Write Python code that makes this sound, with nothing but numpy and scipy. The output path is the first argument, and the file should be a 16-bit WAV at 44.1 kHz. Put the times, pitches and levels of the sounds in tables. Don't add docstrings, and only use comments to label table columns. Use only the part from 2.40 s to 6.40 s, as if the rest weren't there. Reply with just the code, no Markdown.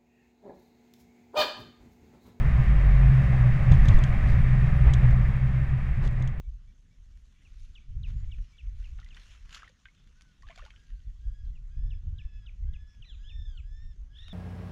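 import sys
import numpy as np
from scipy import signal
from scipy.fft import rfft, irfft, next_fast_len
from scipy.io import wavfile
from scipy.ndimage import uniform_filter1d, map_coordinates

SR = 44100
rng = np.random.default_rng(int(sys.argv[2]) if len(sys.argv) > 2 else 0)


def dump(signal):
    limited = np.clip(np.atleast_2d(signal).T, -1, 1)
    pcm = np.round(limited * 32767).astype(np.int16)
    wavfile.write(sys.argv[1], SR, pcm)


N = 176400
T = np.arange(N) / SR


def amp(db):
    return 10 ** (np.asarray(db) / 20)


def unit(x):
    return x / np.sqrt(np.mean(x ** 2) + 1e-20)


def curves(rows):
    times, *columns = np.transpose(rows)
    return [np.interp(T, times, column) for column in columns]


def wobble(per_s):
    return map_coordinates(rng.standard_normal(4096), [T * per_s], mode="wrap")


def filtered(x, gain_at):
    size = next_fast_len(N + SR // 2)
    hz = np.fft.rfftfreq(size, 1 / SR)
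    return irfft(rfft(x, size) * gain_at(hz), size)[:N]


def noise(colour):
    points_hz, db = np.transpose(colour)
    white = rng.standard_normal(N)
    return unit(filtered(white, lambda hz: amp(np.interp(np.log(hz + 1), np.log(points_hz), db))))


def steady(x, samples):
    return x / np.sqrt(np.abs(uniform_filter1d(x ** 2, samples)) + 1e-9)


def decay(start_s, fade_s):
    return (T >= start_s) * amp(-60 * np.clip((T - start_s) / fade_s, 0, 10))


def swells(rows):
    return sum(amp(db) * np.exp(-((T - middle_s) / half_s) ** 2) for middle_s, half_s, db in rows)


# time_s, hiss_db, roar_db
ROAD_LEVELS = [(0, -44, -43), (.5, -42.5, -43), (.9, -42.5, -41.5), (1.2, -42.5, -43), (1.5, -42, -42.5),
               (1.8, -43, -42.5), (2.1, -43.5, -44), (2.4, -43.5, -44.5), (2.7, -44.5, -44.5),
               (3, -47, -47.3), (3.45, -49, -49.5), (3.7, -50.5, -50), (3.85, -50, -50), (3.98, -55.5, -56)]
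# frequency_hz, level_db
TREAD_HISS = [(900, -22), (1400, -5.5), (1800, 2), (2250, -2.5), (2700, -9.5), (3000, -16.5), (3250, -15),
              (3500, -22), (3700, -17.5), (3950, -24), (5300, -28), (5950, -29.5), (6250, -33), (6700, -29),
              (7300, -34.5), (8000, -33.5), (9000, -37), (13500, -41), (15700, -45.5)]
ROAD_ROAR = [(150, -21), (240, 0), (330, 0.5), (385, 1.5), (440, -2.5), (495, -6.5), (550, 2.5),
             (660, -0.5), (770, 1), (860, -6), (1050, -2), (1250, -1), (1500, -17.5), (2500, -47),
             (5000, -120)]
def tyres():
    hiss_db, roar_db = curves(ROAD_LEVELS)
    hiss = amp(hiss_db + 0.5 * wobble(per_s=25)) * noise(TREAD_HISS)
    roar = amp(roar_db + 0.9 * wobble(per_s=25)) * noise(ROAD_ROAR)
    return hiss + roar


# time_s, level_db
RUMBLE_LEVELS = [(0, -21), (.25, -23), (.75, -26), (1.2, -22), (1.45, -15.5), (1.65, -23.5), (1.95, -18.5),
                 (2.25, -21.5), (2.48, -22.5), (2.7, -19.5), (3.1, -27.5), (3.5, -26), (3.65, -23),
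                 (3.98, -30)]
# frequency_hz, level_db
SHELL_COLOUR = [(8, -9), (20, 0.5), (32, -6), (45, -3.5), (55, -5.5), (64, -11), (72, -18), (83, -10.5),
                (95, -12.5), (125, -16), (220, -29), (400, -72.5), (700, -120)]
def body_rumble():
    return amp(curves(RUMBLE_LEVELS)[0]) * steady(noise(SHELL_COLOUR), samples=6000)


# frequency_hz, level_db
AIR_COLOUR = [(60, -120), (98, -10.5), (114, 8), (128, 3), (141, 11.5), (152, 4.5), (165, -4.5),
              (180, -5.5), (197, -1.5), (215, -13), (260, -21.5), (400, -49.5), (700, -120)]
def cabin_air():
    _, roar_db = curves(ROAD_LEVELS)
    return amp(roar_db + 14.5) * steady(noise(AIR_COLOUR), samples=7000)


# time_s, level_db
BOOM_LEVELS = [(0, -35), (.12, -39), (.19, -21.5), (.26, -27), (.47, -44), (.55, -24), (.78, -16.5),
               (.91, -29.5), (.98, -23), (1.1, -16), (1.2, -40.5), (1.27, -16.5), (1.33, -22), (1.42, -28),
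               (1.58, -32), (1.67, -20.5), (1.8, -35), (1.9, -26), (2.14, -22), (2.3, -28.5), (2.45, -23),
               (2.68, -20), (2.94, -29), (3.09, -24), (3.26, -32), (3.34, -22.5), (3.48, -42), (3.6, -29),
               (3.84, -26), (3.98, -48.5)]
# time_s, pitch_hz
BOOM_NOTE = [(0, 126.3), (.45, 124.6), (.6, 132), (.78, 131.8), (.95, 126.6), (1.15, 121.3), (1.3, 130),
             (1.45, 125.2), (1.7, 125.9), (1.92, 119), (2.12, 128), (2.35, 123), (2.56, 128.1),
             (2.7, 122.5), (2.95, 128.8), (3.35, 128), (3.6, 127.9), (3.74, 120.7), (3.9, 131.8)]
def cabin_boom():
    phase = 2 * np.pi * np.cumsum(curves(BOOM_NOTE)[0]) / SR + 0.2 * wobble(per_s=20)
    level_db = curves(BOOM_LEVELS)[0] + 1.95 * wobble(per_s=20)
    return np.sqrt(2) * amp(level_db) * np.sin(phase)


# time_s, firing_rate_hz, level_db
ENGINE_HUM = [(0, 62.96, -34), (.17, 60.4, -19), (.26, 60.8, -40.5), (.7, 62.2, -39), (.8, 60.7, -22),
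              (.95, 62.16, -23), (1.2, 61.32, -34), (1.7, 62.52, -25), (2.1, 63.16, -29.5),
              (2.45, 63.09, -21.5), (3.1, 63.8, -30), (3.45, 64.07, -32), (4, 65.18, -39)]
def engine():
    hz, db = curves(ENGINE_HUM)
    phase = 2 * np.pi * np.cumsum(hz) / SR
    overtone_db = -21 + 0.83 * wobble(per_s=16)
    overtone = amp(overtone_db) * np.sin(3 * phase + 0.47 * wobble(per_s=7.4))
    return np.sqrt(2) * amp(db + 0.55 * wobble(per_s=6.7)) * (np.sin(phase) + overtone)


# time_s, pitch_hz, level_db
DRONE_PATH = [(.245, 51.7, -45), (.28, 50.8, -16), (.38, 48.9, -16.5), (.48, 46.48, -17), (.6, 47.4, -16.5),
              (.7, 53.3, -15.5), (.77, 55.2, -64)]
# pitch_multiple, level_db
DRONE_TONES = [(1, 0), (2, -18), (4, -28)]
def engine_drone():
    hz, db = curves(DRONE_PATH)
    phase = 2 * np.pi * np.cumsum(hz) / SR
    tone = sum(amp(level_db) * np.sin(round(multiple) * phase) for multiple, level_db in DRONE_TONES)
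    sounding = (T > DRONE_PATH[0][0]) & (T < DRONE_PATH[-1][0])
    soft_edges = uniform_filter1d(1.0 * sounding, size=900)
    return np.sqrt(2) * amp(db) * soft_edges * tone


# start_s, level_db, pitch_hz, fade_s
ROAD_BUMPS = [(1.306, -9.5, 82, 0.2), (1.311, -8.5, 142, 0.13), (1.415, -9.5, 33.3, 0.25),
              (1.496, -10.5, 102, 0.12), (1.538, -6.5, 20, 0.29), (2.466, -7.5, 51, 0.082),
              (2.69, -18, 40, 0.1), (3.615, -12, 37.8, .22)]
def bumps(rise_s=0.0058):
    out = np.zeros(N)
    for start_s, db, hz, fade_s in ROAD_BUMPS:
        age_s = np.maximum(T - start_s, 0)
        swing = (1 - np.exp(-(age_s / rise_s) ** 2)) * decay(start_s, fade_s)
        out += amp(db) * swing / swing.max() * np.sin(2 * np.pi * hz * age_s)
    return out


# start_s, level_db, pitch_hz, treble_limit_hz, rebound_db
PLASTIC_CLICKS = [(1.3175, -34, 3520, 4970, -1), (1.3232, -38.5, 3450, 2500, -7),
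                  (1.338, -46, 3300, 11800, -8), (1.455, -44, 3600, 12000, -6),
                  (1.4839, -28, 3620, 6040, 0.5), (1.5872, -44.5, 3500, 12100, -4),
                  (1.637, -30, 3380, 6024, -11), (2.5355, -30, 3400, 11000, 0.5),
                  (2.707, -51.5, 3400, 8980, -0.5), (3.649, -52, 3500, 8900, -2),
                  (3.675, -41.5, 3400, 7000, -4), (3.8223, -43.5, 3550, 7005, -1),
                  (3.8738, -42.5, 3252, 9120, 1)]
# delay_s, level_db
CLICK_TAPS = [(0, -7), (.0012, 1), (.0021, 2.5), (.0031, -7.5)]
# pitch_hz, width_hz, level_db
PANEL_NOTES = [(2620, 210, -9), (3590, 270, -11.5), (4350, 200, -12), (4830, 370, -12.5), (5870, 300, -7.5),
               (6616, 330, -3.5), (8070, 220, -11), (9270, 300, -36.5), (10800, 400, -26),
               (13000, 2300, -36)]
def clicks(rebound_s=0.005, piece_width_hz=280, piece_db=1.5):
    out = np.zeros(N)
    age_s = T[:SR // 50]
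    for start_s, db, piece_hz, treble_limit_hz, rebound_db in PLASTIC_CLICKS:
        push = amp(-30) * decay(start_s, fade_s=0.07) * rng.standard_normal(N)
        for delay_s, tap_db in CLICK_TAPS + [(rebound_s, rebound_db)]:
            tap_s = start_s + delay_s * (1 + 0.08 * rng.standard_normal())
            push[round(tap_s * SR)] += amp(tap_db)
        notes = [(piece_hz, piece_width_hz, piece_db)] + PANEL_NOTES
        ring = np.zeros(len(age_s))
        for k, (hz, width_hz, note_db) in enumerate(notes):
            fade = amp(note_db) * width_hz * np.exp(-np.pi * width_hz * age_s)
            ring += fade * np.sin(2 * np.pi * hz * age_s + np.pi * k)
        dullness = np.exp(-2 * np.pi * treble_limit_hz / SR)
        dulled_ring = signal.lfilter([1 - dullness], [1, -dullness], ring / np.abs(ring).max())
        out += amp(db) * signal.oaconvolve(push, dulled_ring)[:N]
    return out


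# middle_s, half_length_s, level_db
ROAD_JOINTS = [(1.32, 0.023, -36), (1.516, 0.023, -37.5), (1.585, 0.013, -41), (2.482, 0.034, -38.5),
               (2.642, 0.027, -41), (3.645, 0.029, -41.5)]
# frequency_hz, level_db
JOINT_COLOUR = [(120, -12), (230, 6.5), (350, 1.5), (480, -2.5), (600, 0), (1100, -3), (1600, -13.5),
                (2600, -11), (4500, -35.5), (9000, -120)]
def tyre_slaps():
    return swells(ROAD_JOINTS) * noise(JOINT_COLOUR)


# middle_s, half_length_s, level_db
CHATTER_SPELLS = [(1.339, 0.035, -59.5), (1.492, 0.094, -59.5), (1.901, 0.03, -57), (2.494, 0.023, -68),
                  (3.653, 0.028, -56.5)]
# frequency_hz, level_db
BUZZ_COLOUR = [(1500, -28.5), (3300, 3), (4600, 2), (6800, -6), (9000, -12.5), (15000, -37)]
def trim_chatter(grain_db=3):
    grains = amp(grain_db * wobble(per_s=520))
    return swells(CHATTER_SPELLS) * unit(grains * noise(BUZZ_COLOUR))


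# start_s, level_db
TRIM_TICKS = [(1.454, -52), (1.4747, -59.5), (1.548, -56.5), (1.554, -54.5), (1.58, -61.5), (1.588, -57.5),
              (3.712, -64), (3.729, -63.5), (3.8004, -62.5)]
# frequency_hz, level_db
TRIM_TICK_COLOUR = [(3000, -14), (5000, -4.5), (7000, 2), (9200, -5), (11000, -9), (15000, -11)]
def trim_ticks(fade_s=0.018):
    bursts = sum(amp(db) * decay(start_s, fade_s) for start_s, db in TRIM_TICKS)
    return bursts * noise(TRIM_TICK_COLOUR)


def scene():
    road = tyres() + tyre_slaps()
    lows = body_rumble() + cabin_air() + cabin_boom() + engine() + engine_drone() + bumps()
    plastic = clicks() + trim_ticks() + trim_chatter()
    return (road + lows + plastic)[None]


TOP_HZ = 15700
def record(dry):
    return filtered(dry[0], lambda hz: hz < TOP_HZ)[None]


dry = scene()
out = record(dry)
dump(out)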